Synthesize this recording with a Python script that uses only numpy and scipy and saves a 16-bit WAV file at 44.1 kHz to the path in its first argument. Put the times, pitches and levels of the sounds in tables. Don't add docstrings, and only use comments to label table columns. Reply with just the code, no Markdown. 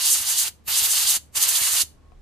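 import sys
import numpy as np
from scipy import signal
from scipy.fft import rfft, irfft
from scipy.io import wavfile
from scipy.ndimage import uniform_filter1d

SR = 44100
rng = np.random.default_rng(int(sys.argv[2]) if len(sys.argv) > 2 else 0)


def unload_wav(signal):
    wavfile.write(
        sys.argv[1],
        SR,
        np.round(np.clip(np.atleast_2d(signal).T, -1, 1) * 32767).astype(np.int16),
    )


N = 97593


def undb(db):
    return 10 ** (np.asarray(db) / 20)


def level(x, db):
    return x * undb(db) / np.sqrt(np.mean(x ** 2))


def bin_frequencies():
    return np.arange(N // 2 + 1) * SR / N


def shape(x, points, lo_hz=0, hi_hz=SR, lifts=()):
    f = bin_frequencies() + 1e-3
    p = np.array(points, float)
    db = np.interp(np.log(f), np.log(p[:, 0]), p[:, 1])
    for centre_hz, width_hz, lift_db in lifts:
        db = db + lift_db / (1 + (2 * (f - centre_hz) / width_hz) ** 2)
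    edge = 1 / np.sqrt((1 + (lo_hz / f) ** 24) * (1 + (f / hi_hz) ** 24))
    return irfft(rfft(x) * undb(db) * edge, N)


def walk(rate):
    hold = int(SR / rate)
    steps = np.repeat(rng.standard_normal(N)[:N // hold + 1], hold)
    return 1.3 * uniform_filter1d(uniform_filter1d(steps, hold), hold)[:N]


def pair(common, likeness):
    c = np.clip(likeness, 0, 1)
    return np.sqrt(c) * common + np.sqrt(1 - c) * rng.standard_normal((2, N))


# (frequency [Hz], level [dB])
FLOOR_SPECTRUM = [(30, -11.5), (110, -8), (300, -16.5), (800, -24.5), (2000, -33), (4000, -38),
                  (8000, -42.5), (14000, -53)]
FLOOR_DB = -56.5


def room_noise():
    return level(shape(pair(rng.standard_normal(N), 0.29), FLOOR_SPECTRUM), FLOOR_DB)


HUM_HZ, HUM_DB, HUM_WAVER_DB, HUM_LEAD_RAD = 74.7, -56.5, 2.2, .6


def machine_hum(t):
    phase = 2 * np.pi * HUM_HZ * t + .4 * walk(6) + np.array([[HUM_LEAD_RAD], [0]])
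    return np.sqrt(2) * np.sin(phase) * undb(HUM_DB + HUM_WAVER_DB * walk(12))


RUMBLE_S, RUMBLE_HZ, RUMBLE_DB = 1.92, 50, -51.5


def handling_rumble(t):
    noise = shape(rng.standard_normal(N), [(20, 0), (99, 0)], 19, RUMBLE_HZ)
    return level(noise, RUMBLE_DB) * np.clip((t - RUMBLE_S) / 0.04, 0, 1)


# (start [s], length [s], level before the left and right gains [dB])
THIN_TONES = [(1.967, 0.034, -70), (2.022, 0.13, -68.5)]
TONE_HZ = 1094


def thin_tone(t):
    gate = 0
    for start, length, db in THIN_TONES:
        gate = gate + undb(db) * np.clip(np.minimum(t - start, start + length - t) / 0.0053, 0, 1)
    tone = np.sqrt(2) * gate * np.sin(2 * np.pi * TONE_HZ * t)
    return tone * np.array([[.6], [1.4]])


# (frequency [Hz], level relative to TAP_DB [dB], 60 dB decay time [s])
TAP_MODES = [(726, 0.5, 0.066), (1060, 4, 0.012), (2400, -6, 0.0099)]
TAP_S, TAP_DB = 2.12, -50


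def tap(t):
    u = np.maximum(t - TAP_S, 0)
    ring = sum(undb(TAP_DB + db - 60 * u / t60) * np.sin(2 * np.pi * f * u) for f, db, t60 in TAP_MODES)
    return ring * np.array([[1.6], [.2]])


ROOM_DB, ROOM_T60_S, ROOM_RISE_S, ROOM_TOP_HZ = -20.5, 0.23, 0.014, 14000


def room(x, t):
    tail = rng.standard_normal((2, N)) * undb(-60 * t / ROOM_T60_S) * np.clip(t / ROOM_RISE_S, 0, 1)
    tail = signal.sosfilt(signal.butter(1, ROOM_TOP_HZ, fs=SR, output="sos"), tail)
    tail = tail / np.sqrt(np.sum(tail ** 2, axis=1, keepdims=True))
    mono = x.mean(axis=0)[None]
    return undb(ROOM_DB) * signal.fftconvolve(mono, tail, axes=1)[:, :N]


# (time before POP_LATE_S is added [s], gain [dB], left minus right [dB])
LOW_POPS = [(.198, -44.5, 12), (0.482, -50, 0), (0.675, -46.5, 16), (.816, -39.5, 16), (0.963, -43, 10),
            (1.044, -45, 18), (1.166, -47.5, 17), (1.365, -43.5, 19), (1.61, -36.5, 9), (1.725, -40, 11.5),
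            (1.83, -43, 1)]
POP_HZ, POP_WIDTH_S, POP_LATE_S = 270, .0013, .006


def pops(t):
    out = 0
    for s, db, pan_db in LOW_POPS:
        u = t - s - POP_LATE_S
        thump = np.sin(2 * np.pi * POP_HZ * u) * np.exp(-.5 * (u / POP_WIDTH_S) ** 2)
        after_swing = np.sin(2 * np.pi * 100 * u) * (u > 0) * np.exp(-np.abs(u) / .01)
        out = out + (thump + after_swing) * undb(db + np.array([[pan_db], [-pan_db]]) / 2)
    return out


# (valve opens [s], valve starts to shut [s])
BLASTS = [(-.02, 0.4836), (0.671, 1.1693), (1.347, 1.822)]
LEAK_S, LEAK_FROM_DB, LEAK_DB = 0.032, -53.5, -17
SNAP_S, SHUT_KNEE_S, SHUT_DB_PER_S = .009, 0.0049, 1093.5


def valve(t):
    openings_db = []
    for on, off in BLASTS:
        rise_db = np.interp(t, [on - LEAK_S, on, on + SNAP_S], [LEAK_FROM_DB, LEAK_DB, 0], left=-200)
        fall_s = np.hypot(np.maximum(t - off + SHUT_KNEE_S, 0), SHUT_KNEE_S) - SHUT_KNEE_S
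        openings_db.append(rise_db - SHUT_DB_PER_S * fall_s)
    return np.max(openings_db, axis=0)


# (frequency [Hz], level [dB])
JET_SPECTRUM = [(180, -65), (300, -20), (612, -23), (860, -18.5), (1420, -17.5), (2000, -15.5), (2460, -16),
                (2900, -7.5), (3240, -9.5), (4790, -5), (5630, -4.5), (6100, 1.5), (10800, -6.5),
                (14400, -2)]
SING_S, SING_RISE_S, SING_FALL_S, SING_HZ = 1.625, .012, .035, 2200
SING_DB = -32


def sing(t):
    u = t - SING_S
    swell = np.exp(-np.where(u < 0, u / SING_RISE_S, u / SING_FALL_S) ** 2)
    band = shape(pair(rng.standard_normal(N), .6), JET_SPECTRUM, SING_HZ / 1.2, SING_HZ * 0.99)
    return level(band, SING_DB) * swell


# (time [s], port hiss level [dB], edge hiss level [dB], nozzle fizz level [dB])
SWEEP = [
    [(0.0, -30.5, -28, -32.5), (0.05, -25, -18.5, -39.5), (0.13, -28.5, -17, -31), (0.2, -30.5, -25, -39.5),
     (0.218, -31, -27, -29.5), (0.228, -33.5, -30.5, -36.5), (0.254, -33, -29, -36.5),
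     (0.274, -28.5, -22, -43.5), (0.29, -31, -19.5, -34), (0.36, -29, -27.5, -35.5),
     (0.386, -28, -18.5, -33), (0.426, -27, -21.5, -32), (0.45, -33, -26.5, -37.5)],
    [(0.685, -34, -27, -27), (0.745, -24.5, -21.5, -29), (0.793, -27, -17, -37),
     (0.815, -27.5, -25.5, -27.5), (0.857, -26, -19, -21), (0.879, -33.5, -26.5, -31.5),
     (0.923, -26.5, -19, -31), (1.033, -26, -20.5, -31), (1.059, -30.5, -26.5, -28),
     (1.073, -26.5, -20.5, -35.5), (1.111, -26.5, -17, -27.5), (1.155, -27.5, -21, -39.5)],
    [(1.36, -31.5, -22.5, -36.5), (1.376, -26.5, -20, -30.5), (1.392, -33, -27.5, -32),
     (1.43, -24.5, -17.5, -23.5), (1.468, -28, -28, -36), (1.492, -25.5, -17.5, -20),
     (1.506, -30, -23, -35), (1.568, -23.5, -18, -27), (1.596, -30.5, -25.5, -30), (1.616, -30, -23.5, -26),
     (1.63, -25.5, -20.5, -37), (1.696, -30, -23, -32.5), (1.814, -24.5, -17.5, -39)],
]
# (time [s], level [dB])
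ROAR = [(.02, -36), (.3, -38.5), (.75, -34.5), (1.12, -36.5), (1.45, -35), (1.68, -35.5)]
# (time [s], level [dB])
FLUTTER = [(.06, -71.5), (.12, -57), (.29, -66), (.33, -56), (.79, -56), (.86, -52.5), (1.12, -61.5),
           (1.44, -53), (1.48, -55.5), (1.512, -48), (1.58, -56)]
# (low edge [Hz], high edge [Hz],
# flicker [dB], left-right likeness [0-1], left minus right before the swing is added [dB])
JET_PARTS = [(2730, 5045, 1.23, 0.6, -2.4), (5430, 13500, 1.5, 0.51, -0.5), (12700, 12600, 0.5, 0, -3.5),
             (606, 2783, 1.5, 0.52, -2.4), (263, 548, 3, 0.07, 2.5)]
# (frequency [Hz], width [Hz], lift [dB])
HOLLOWS = [(7370, 140, 4.5), (8700, 1200, 5), (10670, 990, 8.5), (14400, 220, 8.5)]
# (time [s], left minus right [dB])
SWING = [(.1, -0.5), (1, 0.2), (1.8, -1)]
FLICKERS_PER_S, FLUTTERS_PER_S = 60, 24
LEFT_LEAD_RAD, LEAD_SWAY_RAD, LEAD_SWAY_HZ = 0.11, .6, 2475
LEAK_FIZZ_DB = 5


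def jet(t):
    sweep = np.concatenate([np.array(blast, float) for blast in SWEEP])
    levels_db = [np.interp(t, sweep[:, 0], column) for column in sweep.T[1:]]
    levels_db += [np.interp(t, *np.array(curve, float).T) for curve in (ROAR, FLUTTER)]
    leaking = sum((t > on - LEAK_S) & (t < on) for on, off in BLASTS)
    levels_db[2] = levels_db[2] + LEAK_FIZZ_DB * leaking
    rates = [FLICKERS_PER_S] * 4 + [FLUTTERS_PER_S]
    lead = LEFT_LEAD_RAD + LEAD_SWAY_RAD * np.sin(2 * np.pi * bin_frequencies() / LEAD_SWAY_HZ)
    swing_db = np.interp(t, *np.array(SWING, float).T)
    out = 0
    for db, rate, (lo, hi, flicker_db, likeness, pan_db) in zip(levels_db, rates, JET_PARTS):
        left, right = pair(rng.standard_normal(N), likeness)
        both = np.array([left, irfft(rfft(right) * np.exp(-1j * lead), N)])
        lean_db = pan_db + swing_db
        hiss = level(shape(both, JET_SPECTRUM, lo, hi, HOLLOWS), 0)
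        hiss = hiss * undb(np.array([lean_db, -lean_db]) / 2)
        out = out + hiss * undb(db + flicker_db * walk(rate))
    return out * undb(valve(t))


def scene():
    t = np.arange(N) / SR
    air = jet(t) + sing(t)
    garage = room_noise() + machine_hum(t) + handling_rumble(t) + thin_tone(t) + tap(t)
    return air + room(air, t) + pops(t) + garage


LOW_MID_LO_HZ, LOW_MID_HI_HZ, LOUDNESS_WINDOW_S = 140, 300, .03
SINK_ABOVE_DB, LOW_MID_SINK_DB_PER_DB, BASS_SINK_DB_PER_DB = -22, 4.0, 1.3
TOP_HZ = 14480


def record(dry):
    power = uniform_filter1d(np.mean(dry ** 2, axis=0), int(LOUDNESS_WINDOW_S * SR))
    over_db = np.maximum(10 * np.log10(power + 1e-12) - SINK_ABOVE_DB, 0)
    flat = [(20, 0.0067), (999, 0)]
    low_mids = shape(dry, flat, LOW_MID_LO_HZ, LOW_MID_HI_HZ)
    bass = shape(dry, flat, 0, LOW_MID_LO_HZ)
    wet = dry - low_mids * (1 - undb(-LOW_MID_SINK_DB_PER_DB * over_db))
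    wet = wet - bass * (1 - undb(-BASS_SINK_DB_PER_DB * over_db))
    return signal.sosfilt(signal.ellip(12, .2, 70, TOP_HZ, fs=SR, output="sos"), wet)


dry = scene()
out = record(dry)
unload_wav(out)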